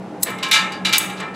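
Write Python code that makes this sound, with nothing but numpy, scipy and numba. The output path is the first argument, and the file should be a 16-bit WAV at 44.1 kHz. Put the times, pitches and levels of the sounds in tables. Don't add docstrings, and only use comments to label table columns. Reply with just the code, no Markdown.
import sys
import numpy as np
from scipy import signal
from scipy.fft import rfft, irfft
from scipy.io import wavfile
from scipy.ndimage import uniform_filter1d, minimum_filter1d
from numba import njit

SR = 44100
rng = np.random.default_rng(int(sys.argv[2]) if len(sys.argv) > 2 else 0)


def store_pcm(level_fs):
    pcm = np.round(np.clip(level_fs, -1, 1) * 32767).astype(np.int16)
    wavfile.write(sys.argv[1], SR, np.atleast_2d(pcm).T)


N = 59535

# pitch_hz, rms_db
HUM_PARTIALS = [(125, -51.5), (188, -38.5), (310, -46.5), (436, -64.5), (815, -46.5)]
# freq_hz, density_db
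RUMBLE_SPECTRUM = [(25, -41), (45, -25), (70, -16), (95, -12.5), (135, -2.5), (250, 1), (550, -3),
                   (850, -5.5), (1100, -12), (2400, -23), (5000, -34.5), (10000, -41.5), (15000, -58)]
# freq_hz, gain_db
RUMBLE_SIDE_GAIN = [(25, -5), (60, -14), (125, -21.5), (300, -24.5), (1000, -19.5), (5000, -7.5)]
# freq_hz, density_db
CRACK_SPECTRUM = [(100, -76), (1000, -35), (3000, -10.5), (5000, -5), (7500, -1.5), (9500, 0), (11000, -2),
                  (13600, -3), (14400, -7), (16000, -8.5)]
# start_s, level_db, tilt_db_per_oct, rise_s
PULLEY_CLICKS = [(.2245, -17.5, -6, 0.00061), (.2303, -2, -2.5, 0.00051), (.2330, -0.5, 2.5, 0.00057),
                 (.302, -19, 4, .003), (.385, -32.5, -7, 0.0011), (.430, -11.5, -14, 0.0027),
                 (.485, -21, -7, 0.0032), (.5128, -10.5, -4, 0.00021), (.528, -10, 2, 0.0016),
                 (.720, -23.5, -14, 0.0021), (.8495, -26, -4, .001), (.893, -20, -4, 0.0035),
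                 (.933, -9, 1, 0.0017), (.9805, 6, 5, .0004), (.9824, 5, 1, 0.00035),
                 (.9858, -6, 3, 0.00059), (1.10, -24, -4, 0.0035), (1.201, -18.5, -22, 0.0027)]
# pitch_hz, level_db, t60_s
PULLEY_MODES = [(1980, -19, .03), (4030, -10, .035), (6580, -6, .03), (7305, -5, .035), (7770, -4, .04),
                (7955, -1, .04), (8750, -7, .03), (10670, -4, .03), (10990, -3, .035), (11900, -6, .03),
                (13025, -4, .03), (13520, -1, .035)]
# start_s, level_db, tilt_db_per_oct, rise_s, strong_db, spot_hz, spot_db
FRAME_BLOWS = [(0.257, -15.5, -10, 0.03, -7.5, 1798, 11.5), (.384, -31, -5, 0.001, -3, 2140, 12),
               (.426, -15, -1.5, 0.0046, 2, 1076, 13.5), (.513, -3.5, .5, 0.0015, -2, 3820, 8),
               (0.537, -12, 3.5, 0.0014, 2.5, 2460, 15.5), (.560, -16, -4.5, 0.0013, 0.5, 868, 15.5),
               (.719, -28, -1.5, 0.0018, -1, 4800, 14), (0.848, -10.5, -1, .003, 0, 3870, 7.5),
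               (.925, -11, 3.5, 0.0027, -22, 2280, 16.5), (.931, -6.5, -0.5, 0.001, -6, 3170, 7.5),
               (1.095, -30.5, -4, .004, 5, 3020, -3), (1.165, -27.5, -0.5, 0.015, -2, 1056, -3.5),
               (1.195, -22, -9.5, 0.0098, -4.5, 1840, 7), (1.222, -34.5, -10.5, 0.0052, -1, 2430, 16.5),
               (1.339, -31.5, 2.5, 0.011, -11, 4410, 13)]
# pitch_hz, level_db, t60_s
STRONG_MODES = [(872, -23, .45), (1056, -11, .42), (1312, -11, .48), (1655, -8, .45), (1798, -12, .42),
                (2088, -5, .3), (2149, -6, .45), (2317, -4, .42), (2360, -4, .55), (2628, -6, .35),
                (2800, -8, .35), (2896, -5, .35), (2968, -2, .38), (3520, -4, .25), (3700, -2, .3),
                (3809, -1, .22), (4005, -1, .2), (4119, -2, .2), (4689, -3, .22), (6215, -9, .28),
                (7360, -14, .3), (10800, -13, .2)]
# freq_hz, level_db
WEAK_SPECTRUM = [(400, -19), (800, -20), (1250, -4.5), (1500, -5.5), (1700, -3), (2400, 1), (3000, 2),
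                 (3900, 2.5), (5100, -1), (8000, -6.5), (8700, -12), (11000, -13), (15500, -32)]
# freq_hz, t60_s
ROOM_DECAY = [(300, -0.8), (1200, 0.77), (2500, 0.57), (5000, 0.29), (8000, .5), (15000, 0.23)]
# freq_hz, gain_db
ROOM_GAIN = [(300, 5.5), (1200, 2.5), (2500, -5.5), (5000, -13), (9000, -15.5), (15000, -22)]
# freq_hz, gain_db
METAL_SIDE_GAIN = [(500, -26), (1200, -32), (2200, -23.5), (4000, -19), (12000, -16)]

TIME_S = np.arange(N) / SR
LN_1000 = np.log(1000)


def undb(db):
    return 10 ** (np.asarray(db) / 20)


def at_hz(table, hz):
    freq_hz, values = np.array(table, float).T
    return np.interp(np.log(np.maximum(hz, 1)), np.log(freq_hz), values)


def colour(x, table):
    return irfft(rfft(x) * undb(at_hz(table, np.fft.rfftfreq(N, 1 / SR))), N)


def noise(spectrum):
    y = colour(rng.standard_normal(N), spectrum)
    return y / y.std()


def wander(rate_hz):
    hold = int(SR / rate_hz)
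    steps = np.repeat(rng.standard_normal(N // hold + 1), hold)
    y = uniform_filter1d(uniform_filter1d(steps, hold), hold)[:N]
    return y / y.std()


def add(out, start_s, y):
    i = int(start_s * SR)
    out[i:i + len(y)] += y[:N - i]


def stereo(mid, side):
    return np.array([mid + side, mid - side])


@njit
def sum_phasors(start, poles, samples):
    y, phasors = np.zeros(samples), start.copy()
    for i in range(samples):
        for k in range(len(phasors)):
            phasors[k] *= poles[k]
            y[i] += phasors[k].imag
    return y


def ring(hz, level_db, t60_s, samples):
    poles = np.exp((2j * np.pi * hz - LN_1000 / t60_s) / SR)
    start = undb(level_db) * np.exp(2j * np.pi * rng.random(len(hz)))
    return sum_phasors(start, poles, samples)


def machine_hum(waver_db=4.5, drift_rad=0.33):
    out = np.zeros(N)
    for hz, rms_db in HUM_PARTIALS:
        amplitude = np.sqrt(2) * undb(rms_db + waver_db * wander(rate_hz=21.2))
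        out += amplitude * np.sin(2 * np.pi * hz * TIME_S + drift_rad * wander(rate_hz=14.17))
    return out


def workshop_rumble(rms_db=-34.5):
    mid = noise(RUMBLE_SPECTRUM)
    side = colour(noise(RUMBLE_SPECTRUM), RUMBLE_SIDE_GAIN)
    return undb(rms_db) * stereo(mid, side)


def cord_slip(start_s=0.196, length_s=0.026, end_db=-45):
    ramp = (TIME_S - start_s) / length_s
    return noise(CRACK_SPECTRUM) * undb(end_db) * ramp * ((ramp > 0) & (ramp < 1))


def pulley_clicks(crack_gain_db=-5, crack_t60_s=0.017, ring_gain_db=-15.5):
    hz, mode_db, t60_s = np.array(PULLEY_MODES, float).T
    crack_envelope = undb(crack_gain_db) * np.exp(-LN_1000 * TIME_S / crack_t60_s)
    out = np.zeros(N)
    for start_s, level_db, tilt_db_per_oct, rise_s in PULLEY_CLICKS:
        def tilt_db(f):
            return tilt_db_per_oct * np.log2(np.maximum(f, 6000) / 9000)

        click = noise([(f, db + tilt_db(f)) for f, db in CRACK_SPECTRUM]) * crack_envelope
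        add(click, 0, ring(hz, mode_db + ring_gain_db + tilt_db(hz), t60_s, samples=3000))
        attack = 1 - np.exp(-TIME_S / rise_s)
        add(out, start_s, click * undb(level_db) * attack)
    return out


def weak_modes(strong_hz, count=480, gain_db=-26.5, cluster_db=5, cluster_width_hz=45,
               typical_t60_s=0.21, t60_spread_oct=0.25):
    position = (np.arange(count) + rng.random(count)) / count
    hz = np.interp(position, [0, 1], np.sqrt([400, 15500])) ** 2
    t60_scatter = 2 ** (t60_spread_oct * rng.standard_normal(count))
    t60_s = typical_t60_s * (hz / 3000) ** 0.0099 * t60_scatter
    apart_hz = np.abs(hz[:, None] - strong_hz).min(1)
    lift_db = cluster_db * np.exp(-(apart_hz / cluster_width_hz) ** 2)
    return hz, at_hz(WEAK_SPECTRUM, hz) + gain_db + lift_db, t60_s


def frame_clanks(strong_gain_db=-13.5, scatter_db=1, spot_width_oct=0.063):
    hz, mode_db, t60_s = np.array(STRONG_MODES, float).T
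    weak_hz, weak_db, weak_t60_s = weak_modes(hz)
    out = np.zeros(N)
    for start_s, level_db, tilt_db_per_oct, rise_s, strong_db, spot_hz, spot_db in FRAME_BLOWS:
        def strike_db(f, spot_share):
            tilt_db = tilt_db_per_oct * np.log2(f / 3000)
            lift_db = spot_share * spot_db * np.exp(-(np.log2(f / spot_hz) / spot_width_oct) ** 2)
            return level_db + tilt_db + lift_db + scatter_db * rng.standard_normal(len(f))

        struck_db = mode_db + strong_gain_db + strong_db + strike_db(hz, spot_share=1)
        clank = ring(hz, struck_db, t60_s, samples=24000)
        struck_weak_db = weak_db + strike_db(weak_hz, spot_share=0.5)
        add(clank, 0, ring(weak_hz, struck_weak_db, weak_t60_s, samples=11000))
        attack = 1 - np.exp(-TIME_S[:len(clank)] / rise_s)
        add(out, start_s, clank * attack)
    return out


def room_echo(x, onset_s=0.011):
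    hz, time_s, bands = signal.stft(rng.standard_normal(N), SR, nperseg=256)
    onset = 1 - np.exp(-(time_s / onset_s) ** 2)
    envelope = onset * np.exp(-LN_1000 * time_s / at_hz(ROOM_DECAY, hz)[:, None])
    gain = undb(at_hz(ROOM_GAIN, hz)) / np.sqrt(N * np.mean(envelope ** 2, axis=1))
    _, impulse_response = signal.istft(bands * envelope * gain[:, None], SR)
    return signal.fftconvolve(x, impulse_response)[:N]


def limiter(x, limit_db=-0.4, lookahead_s=0.0058, release_s=0.011):
    window = int(lookahead_s * SR)
    excess_nepers = np.maximum(np.log(np.abs(x).max(0) / undb(limit_db) + 1e-9), 0)
    held_nepers = -minimum_filter1d(-excess_nepers, window)
    decay = TIME_S / release_s
    cut_nepers = np.exp(np.maximum.accumulate(np.log(held_nepers + 1e-9) + decay) - decay)
    return x * np.exp(-uniform_filter1d(cut_nepers, window))


def scene(floor_delay_s=0.0017):
    background = machine_hum() + workshop_rumble()
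    metal = frame_clanks() + cord_slip() + pulley_clicks()
    floor_reflection = np.zeros(N)
    add(floor_reflection, floor_delay_s, metal)
    mid = metal + room_echo(metal)
    side = colour(floor_reflection + room_echo(metal), METAL_SIDE_GAIN)
    return background + stereo(mid, side)


def record(dry, cutoff_hz=15700):
    lowpass = signal.ellip(8, 0.2, 70, cutoff_hz, fs=SR, output="sos")
    return signal.sosfilt(lowpass, limiter(dry))


dry = scene()
out = record(dry)
store_pcm(out)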